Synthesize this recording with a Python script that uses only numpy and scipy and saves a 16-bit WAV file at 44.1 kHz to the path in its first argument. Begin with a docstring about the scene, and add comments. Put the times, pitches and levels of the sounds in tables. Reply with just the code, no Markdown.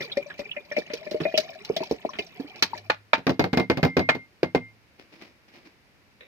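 """At a wooden table, close up, sandy water dribbles from a plastic funnel into a glass jar.
Lumps of wet sand plop in, boom the air in the jar, trap bubbles and throw spray against the glass.
Then the funnel is knocked and shaken against the jar, which rings and thumps the table.
Sleeves rustle as the funnel is taken away and put down with a soft clatter."""
import sys
import numpy as np
from scipy import signal
from scipy.fft import rfft, irfft, next_fast_len
from scipy.io import wavfile
from scipy.ndimage import uniform_filter1d

SR = 44100
rng = np.random.default_rng(int(sys.argv[2]) if len(sys.argv) > 2 else 0)


def log_audio(samples):
    """Write samples as a 16-bit WAV file to the path given in sys.argv[1]."""
    # one column per channel
    frames = np.atleast_2d(samples).T
    # limit to full scale, then quantise
    limited = np.clip(frames, -1, 1)
    pcm = np.round(limited * 32767).astype(np.int16)
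    wavfile.write(sys.argv[1], SR, pcm)


N = 276493
TIME = np.arange(N) / SR
AGE = np.arange(SR * 3 // 4) / SR  # seconds since a hit
CLICK = signal.unit_impulse(len(AGE), 40)


def gain_of(db):
    """Decibels to amplitude."""
    return 10 ** (np.asarray(db) / 20)


def unit_rms(x):
    """Scales to rms 1."""
    return x / np.sqrt(np.mean(x ** 2) + 1e-20)


def curve_at(points, hz):
    """Reads a curve on a log-frequency axis."""
    freqs, values = np.transpose(points)
    return np.interp(np.log(hz + 1), np.log(freqs + 1), values)


def decay(t, t60):
    """Falls by 60 dB in t60 seconds, 4 ms at the quickest."""
    return 1000. ** (-t / np.maximum(t60, .004))


def pan(db):
    """Stereo gains with the left louder than the right by db."""
    return gain_of(np.array([[db], [-db]]) / 2)


def add(mix, s, sound):
    """Lays a sound into the mix at s seconds."""
    part = mix[:, max(round(s * SR), 0):][:, :sound.shape[-1]]
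    part += sound[..., :part.shape[1]]


def wander(shape, first, second):
    """Random modulation: noise smoothed over two widths, in samples."""
    return unit_rms(uniform_filter1d(uniform_filter1d(rng.standard_normal(shape), first), second))


# stereo image of the noisy layers: (frequency [Hz], left-right correlation [0-1])
STEREO_LIKENESS = [(100, 0), (300, 1), (700, 0.31), (2500, 0.1), (12000, 0.2)]
def stereo_image(x):
    """Pulls two unrelated channels to the centre in the low mids and leaves the treble wide."""
    size = next_fast_len(x.shape[1])
    a, b = rfft(x, size)
    same = curve_at(STEREO_LIKENESS, np.fft.rfftfreq(size, 1 / SR))
    mid, side = a * np.sqrt((1 + same) / 2), b * np.sqrt((1 - same) / 2)
    return irfft(np.array([mid + side, mid - side]), size)[:, :x.shape[1]]


def eq(x, spectrum, treble_db=0, size=2048):
    """Minimum-phase EQ of unit energy, then a shelf that applies 11% (lows) to 28% of treble_db."""
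    hz = abs(np.fft.fftfreq(size, 1 / SR))
    shelf = gain_of(treble_db * curve_at([(2200, 0.11), (4200, 0.28)], hz))
    gain = unit_rms(gain_of(curve_at(spectrum, hz))) * shelf
    taps = np.fft.ifft(np.exp(np.conj(signal.hilbert(np.log(gain + 1e-6))))).real
    return signal.oaconvolve(x, taps[None], axes=1)[:, :x.shape[1]]


def burst(t60, snap, snap_t60, rise_t60=0.012, grain_db=3):
    """An uneven rattle of tiny contacts: a quick attack, then two decays layered."""
    grain = unit_rms(gain_of(grain_db * wander(len(AGE), 70, 50)))
    noise = stereo_image(rng.standard_normal((2, len(AGE)))) * grain
    return noise * (decay(AGE, t60) + snap * decay(AGE, snap_t60)) * (1 - decay(AGE, rise_t60)) ** 2


def ringing(modes, scatter_db, spread, detune=0, since=0):
    """Each hit lands elsewhere, so modes vary in level and pitch and reach the two sides out of step."""
    out = np.zeros((2, len(AGE)))
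    for hz, db, t60 in modes:
        strength, skew, bend = np.clip(rng.standard_normal(3), -1.5, 1.5)
        stereo_phase = spread * skew * np.array([[1], [-1]])
        phase = 2 * np.pi * hz * (1 + detune * bend) * (AGE + since) + stereo_phase
        out += gain_of(db + scatter_db * strength) * decay(AGE, t60) * np.sin(phase)
    return out * (1 - decay(AGE, 0.0063))


def chirp(hz, swell, t60, rise=0.0053, waver=0.017, rough=0.033):
    """A bubble-like tone that swells and rings out, trembling as its pitch creeps up."""
    t = AGE[:SR // 5]
    attack = np.sin(np.pi / 2 * np.minimum(t / max(swell, .0005), 1)) ** 2
    envelope = attack * decay(np.maximum(t - swell, 0), t60)
    wobble, tremble = wander((2, len(t)), 130, 90)
    pitch = hz * (1 + rise * np.tanh(t / 0.037) + waver * wobble)
    return envelope * (1 + rough * tremble) * np.sin(2 * np.pi * np.cumsum(pitch) / SR)


# EQ of the quiet room: (frequency [Hz], level [dB])
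ROOM_TONE_EQ = [(20, -5.5), (110, -17), (1260, -29), (2320, -25), (3340, -34.5), (4940, -34), (7700, -47),
                (13500, -46), (16000, -57.5)]
def room_tone(level_db=-57.5):
    """A steady bed of faint rumble and hiss."""
    noise = stereo_image(rng.standard_normal((2, N)))
    return gain_of(level_db) * unit_rms(eq(noise, ROOM_TONE_EQ, size=8192))


# fader ride of the thin stream between the lumps: (time [s], level [dB])
STREAM_FADER = [(0.0, -31), (0.09, -44.5), (1.04, -46), (1.47, -41.5), (2.09, -47), (2.5, -45), (2.77, -41),
                (2.88, -50.5)]
# the jar's colour on the stream: (frequency [Hz], level [dB])
TRICKLE_EQ = [(40, -17), (160, 10.5), (440, -5.5), (630, -5.5), (1000, -9.5), (1700, -18), (2350, 4.5),
              (3200, -14.5), (5000, -16), (10000, -43.5), (14000, -30.5), (16000, -39.5)]
def trickle(per_s=1300, spread_db=5, hiss=0.5, cycles=11, clump_db=3, pitches=48):
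    """Wet grit and tiny bursting bubbles patter over a soft hiss, all coloured by the jar."""
    patter, length = np.zeros((2, N)), STREAM_FADER[-1][0]
    for hz in np.geomspace(350, 14000, pitches):
        t = AGE[:SR // 20]
        life = t * hz / cycles
        blip = life * np.exp(-np.pi * life) * np.sin(2 * np.pi * hz * t * (1 + .04 * life))
        for when, size, side in rng.random((round(per_s * length / pitches), 3)):
            db = spread_db * min(-np.log(1 - size), 3)
            add(patter, when * length, gain_of(db) * hz * pan(8 * (side - .5)) * blip)
    stream = unit_rms(patter) + hiss * stereo_image(rng.standard_normal((2, N)))
    clumps = gain_of(clump_db * wander(N, 1200, 900))  # the sand comes in clots
    fader = gain_of(np.interp(TIME, *np.transpose(STREAM_FADER), left=-120, right=-120))
    return eq(unit_rms(stream * clumps) * fader, TRICKLE_EQ)


def inside_jar(x, t60=0.025):
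    """Sound bounces quickly between the glass walls before it leaves the neck."""
    echoes = rng.standard_normal((2, len(AGE))) * decay(AGE, t60) * (1 - decay(AGE, 0.004))
    return signal.fftconvolve(x, echoes / np.linalg.norm(echoes[0]), axes=1)[:, :N]


def jar_hz(s, start_hz=551, hz_per_s=57):
    """The pitch of the air in the jar climbs as it fills."""
    return start_hz + hz_per_s * s


# the jar's boom sits mostly to the left: (pitch [Hz], left over right [dB])
BOOM_PAN = [(450, -2), (630, 10), (900, 5), (2000, 5)]
# EQ of water pushed aside: (frequency [Hz], level [dB])
SLOSH_EQ = [(45, -4.5), (115, -11), (170, -3.5), (450, 3), (1200, -20), (3500, -44.5)]
def plop(db, slosh_db, hz, tone):
    """A tone from the jar, panned by its pitch, over the slosh of the water that a lump pushes aside."""
    out = gain_of(slosh_db) * eq(burst(0.14, snap=4.46, snap_t60=0.016, rise_t60=0.013), SLOSH_EQ)
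    add(out, 0, gain_of(db) * unit_rms(pan(curve_at(BOOM_PAN, hz))) * tone)
    return out


def fizz(hz, octaves, count=7, delay_s=0.0064, t60=0.022):
    """A cluster of tiny bubbles around one pitch, each a short rising chirp."""
    out = np.zeros((2, SR // 4))
    for k, (place, when, size, side) in enumerate(rng.random((count, 4))):
        blip = chirp(hz * 2 ** (octaves * (2 * place - 1)), swell=.001, t60=t60, rise=.12, waver=.02)
        onset = -delay_s * np.log(1 - (k + when / 2) / count)  # dense at first, then thinning
        add(out, onset, gain_of(-6 * size) * pan(10 * (side - .5)) * blip)
    return out / np.sqrt(count)


# lumps hitting the water: (time [s], boom [dB], pops [dB], pop pitch [Hz], slosh [dB], attack [s])
GLUG_CUES = [(0.005, -34, -24, 1920, -40, 0.0059), (0.169, -17, -24.5, 2060, -31, 0.0079),
             (0.39, -27.5, -29.5, 2420, -34, 0.005), (0.564, -30, -24.5, 2300, -44.5, 0.0059),
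             (0.7132, -28.5, -24.5, 1980, -42, 0.003), (0.7649, -21.5, -14, 2435, -33.5, 0.0052),
             (0.901, -31, -30.5, 2200, -46, 0.0017), (0.932, -42, -28.5, 2480, -45, 0.018),
             (1.065, -29.5, -33.5, 2180, -40.5, 0.0039), (1.112, -29, -39.5, 2690, -35, 0.004),
             (1.2526, -18, -18.5, 2210, -31.5, 0.0022), (1.34, -19, -21.5, 2660, -37.5, 0.003),
             (1.375, -16, -24, 2580, -34.5, 0.0068), (1.763, -21, -25, 3280, -36.5, 0.0042),
             (1.804, -23.5, -33, 2256, -38, 0.0027), (2.1866, -29.5, -16.5, 2630, -36, 0.0034)]
# upper modes of the air in the jar: (frequency [Hz], level [dB], t60 [s])
JAR_AIR_MODES = [(2077, -8, .08), (2395, -10, 0.16), (2410, -20.5, 0.11)]
def glugs(boom_trim_db=3.5, pop_trim_db=3, ring_trim_db=-2, glide=.045, scatter=.012):
    """Each lump sounds the air in the jar: a rising boom, a cluster of bright pops, the upper modes."""
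    out = np.zeros((2, N))
    for s, boom_db, pop_db, pop_hz, slosh_db, attack in GLUG_CUES:
        start_hz = jar_hz(s) * (1 - glide / 2 + scatter * rng.standard_normal())
        boom = chirp(start_hz, attack, t60=0.08, rise=glide, waver=0.018, rough=0.15)
        add(out, s, plop(boom_db + boom_trim_db, slosh_db, jar_hz(s), boom))
        add(out, s, gain_of(pop_db + pop_trim_db) * pan(-0.47) * fizz(pop_hz, octaves=.17))
        ring = ringing(JAR_AIR_MODES, scatter_db=3, spread=1, detune=0.015)
        add(out, s, gain_of(pop_db + ring_trim_db) * pan(-4) * ring)
    return out


# spray thrown against the glass: (time [s], level [dB])
SPLASH_CUES = [(0.0074, -36), (0.171, -34), (0.392, -33.5), (0.768, -32), (0.7832, -29.5), (0.9352, -26),
               (1.1099, -30.5), (1.3751, -12.5), (1.3996, -24.5), (1.648, -30), (1.7644, -21.5),
               (1.8343, -32.5), (1.9106, -30), (2.1877, -28), (2.558, -41), (2.624, -8.5), (2.776, -32.5)]
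# EQ of spray on glass: (frequency [Hz], level [dB])
SPRAY_EQ = [(60, -65), (1500, -8), (2400, 2.5), (3400, -6.5), (4100, 4.5), (5200, 3), (6300, -8.5),
            (8000, -24), (11000, -24.5), (13700, -19.5), (16000, -35.5)]
# the jar's answer to a sharp splash: (frequency [Hz], level [dB], t60 [s])
SPLASH_MODES = [(3960, -2, .045), (4880, -1, .045), (5130, -2, .045), (5640, -2, .045)]
def splashes(spray_db=-10, click_db=20, ring_db=-15, fizz_db=-6, fizz_hz=3900):
    """Spray and grit hit the glass: a sharp tick, then patter, tiny bubbles and a short ring."""
    out = np.zeros((2, N))
    for s, db in SPLASH_CUES:
        patter = burst(0.099, snap=1.5, snap_t60=0.03, rise_t60=0.004) + gain_of(click_db) * CLICK
        add(out, s, gain_of(db + spray_db) * eq(patter, SPRAY_EQ))
        add(out, s, gain_of(db + fizz_db) * fizz(fizz_hz, octaves=.6, count=9))
        add(out, s, gain_of(db + ring_db) * ringing(SPLASH_MODES, scatter_db=2, spread=1, detune=.006))
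    return out


def fallback_drips(per_s=50, spread_db=4, low_hz=1500, high_hz=6000, flight_s=0.07):
    """Lumps throw up drops that soon fall back; each stirs the jar's air, ticks and pops a bubble."""
    out = np.zeros((2, N))
    lump_times = [row[0] for row in list(GLUG_CUES) + list(BUBBLE_CUES)]
    for lump, pitch, detune, side, *chance in rng.random((round(per_s * STREAM_FADER[-1][0]), 8)):
        flight, *strengths = np.minimum(-np.log(1 - np.array(chance)), 3)
        s = lump_times[int(lump * len(lump_times))] + flight_s * flight
        stream_db = np.interp(s, *np.transpose(STREAM_FADER))
        boom_db, tick_db, pop_db = stream_db + spread_db * np.array(strengths)
        hz = jar_hz(s) * (1 + 0.39 * (detune - .5))
        boom = chirp(hz, swell=0.011, t60=0.1)
        tick = burst(0.099, snap=1.1, snap_t60=0.004, rise_t60=.004)[:, :SR // 10]
        pop = chirp(low_hz * (high_hz / low_hz) ** pitch, swell=.001, t60=0.021, rise=.15)
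        add(out, s, gain_of(boom_db - 7) * pan(curve_at(BOOM_PAN, hz)) * boom)
        add(out, s, gain_of(tick_db - 10) * eq(tick, SPRAY_EQ))
        add(out, s, gain_of(pop_db + 1) * pan(10 * (side - .5)) * pop)
    return out


# clusters of tiny bursting bubbles: (time [s], level [dB], pitch [Hz])
FOAM_CUES = [(0.117, -19.5, 3695), (0.304, -24, 1700), (0.512, -19.5, 3000), (0.579, -40, 2360),
             (1.232, -29, 4220), (1.352, -23.5, 2730)]
def foam():
    """Patches of foam burst on the surface."""
    out = np.zeros((2, N))
    for s, db, hz in FOAM_CUES:
        add(out, s, gain_of(db) * fizz(hz, octaves=.2))
    return out


# drops that only stir the air in the jar: (time [s], level [dB])
DROP_CUES = [(0.258, -34), (1.013, -35), (1.146, -21.5), (1.264, -18), (1.446, -33), (1.493, -31.5),
             (1.552, -36)]
def drops():
    """Single drops set the air in the jar ringing, each at a slightly different pitch."""
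    out = np.zeros((2, N))
    for s, db in DROP_CUES:
        hz = jar_hz(s) * rng.uniform(.98, 1.07)
        tone = chirp(hz, swell=0.0056, t60=0.11)
        add(out, s, gain_of(db) * unit_rms(pan(curve_at(BOOM_PAN, hz))) * tone)
    return out


# clots of sand landing flat: (time [s], level [dB])
SPLAT_CUES = [(0.2994, -38.5), (0.7135, -39.5), (0.898, -38), (1.201, -29.5), (2.133, -33)]
# EQ of a wet slap: (frequency [Hz], level [dB])
SPLAT_EQ = [(60, -7), (160, -2), (900, -4.5), (2400, -1.5), (3500, -11), (6000, -29), (16000, -54.5)]
def splats(trim_db=-3):
    """Wet clots slap the surface of the water."""
    out = np.zeros((2, N))
    for s, db in SPLAT_CUES:
        slap = burst(0.16, snap=0.35, snap_t60=0.004, rise_t60=.004)
        add(out, s, gain_of(db + trim_db) * eq(slap, SPLAT_EQ))
    return out


# pockets of air that ring at their own pitch: (time [s], level [dB], pitch [Hz])
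BUBBLE_CUES = [(0.7812, -17.5, 490), (0.935, -23, 476), (1.144, -18, 463), (1.2022, -25.5, 322),
               (1.211, -27.5, 160), (1.339, -26, 470), (1.6984, -14.5, 443), (1.808, -27.5, 377),
               (1.8289, -29, 927), (1.911, -12, 474), (2.049, -15.5, 663), (2.09, -31, 1045),
               (2.189, -28.5, 424), (2.396, -25.5, 276), (2.443, -35.5, 292), (2.732, -23.5, 938)]
def bubbles(trim_db=2, usual_db=-12, usual_hz=477):
    """Trapped air plops: gentle, low bubbles swell and die more slowly; big ones move the most water."""
    out = np.zeros((2, N))
    for s, db, hz in BUBBLE_CUES:
        stretch = min(gain_of(0.7 * (usual_db - db)), 2) * (usual_hz / hz) ** 0.35
        tone = chirp(hz, swell=0.0015 * stretch, t60=0.032 * stretch)
        slosh_db = db - 15 - 8 * np.log2(hz / usual_hz)
        add(out, s, plop(db + trim_db, slosh_db, hz, tone))
    return out


# EQ of plastic cracking against glass: (frequency [Hz], level [dB])
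CRACK_EQ = [(100, -47), (300, -8), (1000, 1.5), (1650, 1), (2300, -0.5), (3200, -7), (4600, -10.5),
            (7200, -30), (10500, -51.5), (13700, -34.5), (16000, -53.5)]
# the funnel and the air in the jar: (frequency [Hz], level [dB], t60 [s])
CLACK_MODES = [(634, -10, 0.11), (881, -3.5, 0.11), (1376, -13, 0.11), (1551, 3, 0.045), (1746, 0.5, 0.042),
               (2384, -2, 0.052), (2450, -9.5, 0.11), (3800, -18, 0.08), (4130, -13, 0.075)]
def funnel_crack(db, click_db=17):
    """One hard contact, then a rattle; the harder the hit, the more the hollow funnel clacks."""
    contact = burst(0.1, snap=0.69, snap_t60=0.049, rise_t60=0.004) + gain_of(click_db) * CLICK
    crack = eq(contact, CRACK_EQ, treble_db=-8.5 - 0.8 * db)  # hard hits flex the plastic: rounder
    clack = ringing(CLACK_MODES, scatter_db=0, spread=1, detune=0.016)
    return gain_of(db - 11.5) * crack + gain_of(1.4 * db - 7) * pan(0.38) * clack


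# the jar standing on the table, and a low ring of the room near 110 Hz: (frequency [Hz], level [dB], t60 [s])
WOOD_MODES = [(109.9, -18, 0.62), (153.7, -1.5, 0.19), (181.3, 1.5, 0.19), (258.6, 6.5, 0.17),
              (309, -15.5, 0.38), (319, 9.5, 0.048), (458.5, -3.5, 0.15), (755.6, -3.5, 0.058)]
# EQ of a dull wooden thud: (frequency [Hz], level [dB])
THUD_EQ = [(30, -48), (80, -7), (150, -4), (450, -1.5), (750, -6.5), (1200, -19), (3000, -60)]
def table_thump(rock_db, thump_db, thump_hz, trim_db=-8, rebound=0.45, rebound_s=0.01):
    """The jar thumps the table and rocks: the wood rings under a quick double thud."""
    # the length of the contact favours modes near the pitch of the thump
    modes = [(hz, db - 0.5 * abs(np.log2(hz / thump_hz)), t60) for hz, db, t60 in WOOD_MODES]
    rock = gain_of(rock_db + trim_db)
    out = rock * pan(-0.9) * ringing(modes, scatter_db=4, spread=0.2, detune=0.04)
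    add(out, 0, gain_of(thump_db) * chirp(thump_hz, swell=0.0019, t60=0.022, waver=0.13))
    for delay, share in ((0, 1), (rebound_s, rebound)):
        add(out, delay, share * rock * eq(burst(0.053, snap=3.58, snap_t60=0.097), THUD_EQ))
    return out


# EQ of wet grit shaken in the funnel: (frequency [Hz], level [dB])
GRIT_EQ = [(500, -21.5), (5000, 3), (8000, -24), (10500, -21), (13700, -11.5), (16000, -22.5)]
def grit(per_s=700, bounce_db=-8, t60=0.11, shell_t60=0.016):
    """A jolt snaps the plastic and bounces grit against it, all through the shell's short ring."""
    bounces = rng.standard_normal(len(AGE)) * (rng.random(len(AGE)) < per_s / SR) * decay(AGE, t60)
    shell = (rng.standard_normal((2, len(AGE))) * decay(AGE, shell_t60))[:, :SR // 20]
    clicks = CLICK + gain_of(bounce_db) * bounces
    return eq(signal.oaconvolve(clicks[None], shell / np.linalg.norm(shell[0]), axes=1), GRIT_EQ)


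# the funnel hits the jar: (time [s], crack [dB], rocking [dB], thump [dB], thump pitch [Hz],
# glass ring [dB], delay of the ring's dip [s])
KNOCK_CUES = [(2.624, -11, -35, -22, 410, -54, 0.058), (2.8986, -7, -39.5, -13.5, 485, -66, 0.065),
              (3.132, -3.5, -34, -11, 577, -55, 0.075), (3.267, -13, -20, -17, 410, -45, 0.13),
              (3.3938, -13, -17, -13, 366, -32, 0.077), (3.5301, -17, -22.5, -17.5, 197, -32.5, 0.07),
              (3.572, -12.5, -17.5, -12, 212, -30.5, 0.093), (3.6987, -10.5, -19, -11, 368, -29.5, 0.044),
              (3.8292, -11, -17.5, -14, 222, -23.5, .028), (3.9673, -13.5, -17.5, -9.5, 400, -21.5, .015),
              (4.089, -5, -27.5, -13, 583, -26.5, 0.076), (4.43, -18, -24, -6, 374, -42.5, 0.091),
              (4.5478, -16, -18.5, -4.5, 389, -30.5, .044)]
# the funnel swings back with a dull thump: (time [s], level [dB])
BACKSWING_CUES = [(3.1798, -36), (3.2928, -19.5), (3.44, -22), (3.5971, -21.5), (3.772, -24),
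                  (3.849, -19.5), (3.992, -21), (4.1486, -32.5)]
def knocks(back_hz=270, back_crack_db=2.5, grit_db=8, emptying_s=3.9, loss_db_per_s=4.5):
    """The funnel cracks against the neck, jolting jar and table; its grit fades as it runs empty."""
    out = np.zeros((2, N))
    backswings = [(s, db + back_crack_db, db, db, back_hz) for s, db in BACKSWING_CUES]
    for s, crack_db, rock_db, thump_db, thump_hz, *_ in list(KNOCK_CUES) + backswings:
        add(out, s, funnel_crack(crack_db))
        add(out, s, table_thump(rock_db, thump_db, thump_hz))
        emptied_db = loss_db_per_s * max(s - emptying_s, 0)
        add(out, s, gain_of(rock_db + grit_db - emptied_db) * grit())
    return out


# the jar's glass wall: (frequency [Hz], level [dB], t60 [s])
WALL_MODES = [(2108, 9, 0.55), (4860, -8, 0.1), (5700, -19.5, 0.067), (7100, -16.5, 0.12),
              (8300, -18.5, 0.09)]
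def glass_ring(trim_db=-7, swell_s=0.045, hold_s=0.165, gate_steepness=6.2, dip_width_s=0.025):
    """A glassy ring swells after each knock; a noise-gate-like envelope dips it once and cuts it short."""
    out = np.zeros((2, N))
    gaps = np.diff([row[0] for row in KNOCK_CUES], append=N / SR)
    for (s, *_, ring_db, dip_s), gap in zip(KNOCK_CUES, gaps):
        envelope = (1 - decay(AGE, swell_s)) * np.exp(-(AGE / min(gap, hold_s)) ** gate_steepness)
        dip = np.tanh((dip_s - AGE) / dip_width_s) + 0.3  # the offset leaves it quieter after the dip
        ring = ringing(WALL_MODES, scatter_db=1, spread=0.3, since=s)
        add(out, s, gain_of(ring_db + trim_db) * envelope * dip * ring)
    return out


def hum(peak_s=2.857, width_s=0.19, hz=103, level_db=-50.5):
    """A faint low hum swells and fades as the knocking begins."""
    swell = np.exp(-((TIME - peak_s) / width_s) ** 2)
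    return gain_of(level_db) * swell * np.sin(2 * np.pi * hz * TIME)


# strokes of the sleeves: (peak time [s], level [dB], length [s])
SLEEVE_CUES = [(4.994, -49, 0.21), (5.13, -50, 0.35), (5.215, -45, 0.22), (5.484, -49, 0.065),
               (5.541, -47.5, 0.33), (5.658, -51, 0.14)]
# EQ of rubbing cloth: (frequency [Hz], level [dB])
CLOTH_EQ = [(40, -38), (130, -17), (310, -3), (410, -9.5), (1400, -19), (2350, -10.5), (3300, -20),
            (5200, -19), (7500, -41.5)]
def sleeves(per_s=600, spread_db=3, attack_share=0.13, depth_db=38.5):
    """Cloth slips in tiny catches over a hiss; each stroke of the arm swells and fades."""
    sizes = gain_of(spread_db * np.minimum(rng.exponential(1, N), 3)) * (rng.random(N) < per_s / SR)
    rustle = unit_rms(sizes * rng.standard_normal((2, N))) + rng.standard_normal((2, N))
    strokes = np.zeros(N)
    for s, db, length in SLEEVE_CUES:
        from_peak = np.maximum((s - TIME) / attack_share, (TIME - s) / (1 - attack_share)) / length
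        strokes += gain_of(db - depth_db * from_peak)
    return eq(unit_rms(stereo_image(rustle)) * strokes, CLOTH_EQ)


# the funnel touches the table: (time [s], level [dB])
SET_DOWN_CUES = [(6.207, -48), (6.2315, -56)]
# EQ of the hollow, empty funnel: (frequency [Hz], level [dB])
FUNNEL_EQ = [(100, -31), (560, 9), (800, -19), (2300, 6), (3200, -10), (3800, 2), (4600, -27), (16000, -43)]
def set_down(trim_db=-3):
    """The empty funnel clatters softly on the table."""
    out = np.zeros((2, N))
    for s, db in SET_DOWN_CUES:
        add(out, s, gain_of(db + trim_db) * eq(burst(0.41, snap=11, snap_t60=0.02), FUNNEL_EQ))
    return out


# the room's reverb time: (frequency [Hz], t60 [s])
REVERB_TIMES = [(100, 0.05), (300, 0.064), (1000, 0.19), (4000, 0.22), (14000, 0.019)]
def reverb(x):
    """Scattered reflections of a small room, the upper mids lasting longest."""
    reflections = rng.standard_normal((2, len(AGE))) * (1 - decay(AGE, 0.019))
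    hz, t, bands = signal.stft(reflections, SR, nperseg=256)
    tail = signal.istft(bands * decay(t, curve_at(REVERB_TIMES, hz)[:, None]), SR, nperseg=256)[1]
    return signal.fftconvolve(x, tail / np.linalg.norm(tail[0]), axes=1)[:, :N]


def scene():
    """The mix: the pour, the knocks and the rustle in a quiet room."""
    pour = glugs() + drops() + bubbles() + foam() + splashes() + splats()
    pour += gain_of(-4) * fallback_drips() + gain_of(-5.5) * trickle()
    pour += gain_of(-6) * inside_jar(pour)
    hits = knocks() + glass_ring() + set_down()
    send = gain_of(-25.5) * pour + gain_of(-22.5) * hits
    return pour + hits + gain_of(-0.5) * sleeves() + reverb(send) + room_tone() + hum()


def record(dry, low_cut_hz=66, high_cut_hz=16200, lag_samples=6):
    """The microphone hears the left side slightly late; then low cut, clip at full scale, high cut."""
    channels = np.array([np.pad(dry[0], (lag_samples, 0))[:N], dry[1]])
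    channels = signal.sosfilt(signal.butter(4, low_cut_hz, "highpass", fs=SR, output="sos"), channels)
    high_cut = signal.firwin(511, high_cut_hz, window=("kaiser", 9), fs=SR)
    return signal.oaconvolve(np.clip(channels, -1, 1), high_cut[None], "same")


dry = scene()
out = record(dry)
log_audio(out)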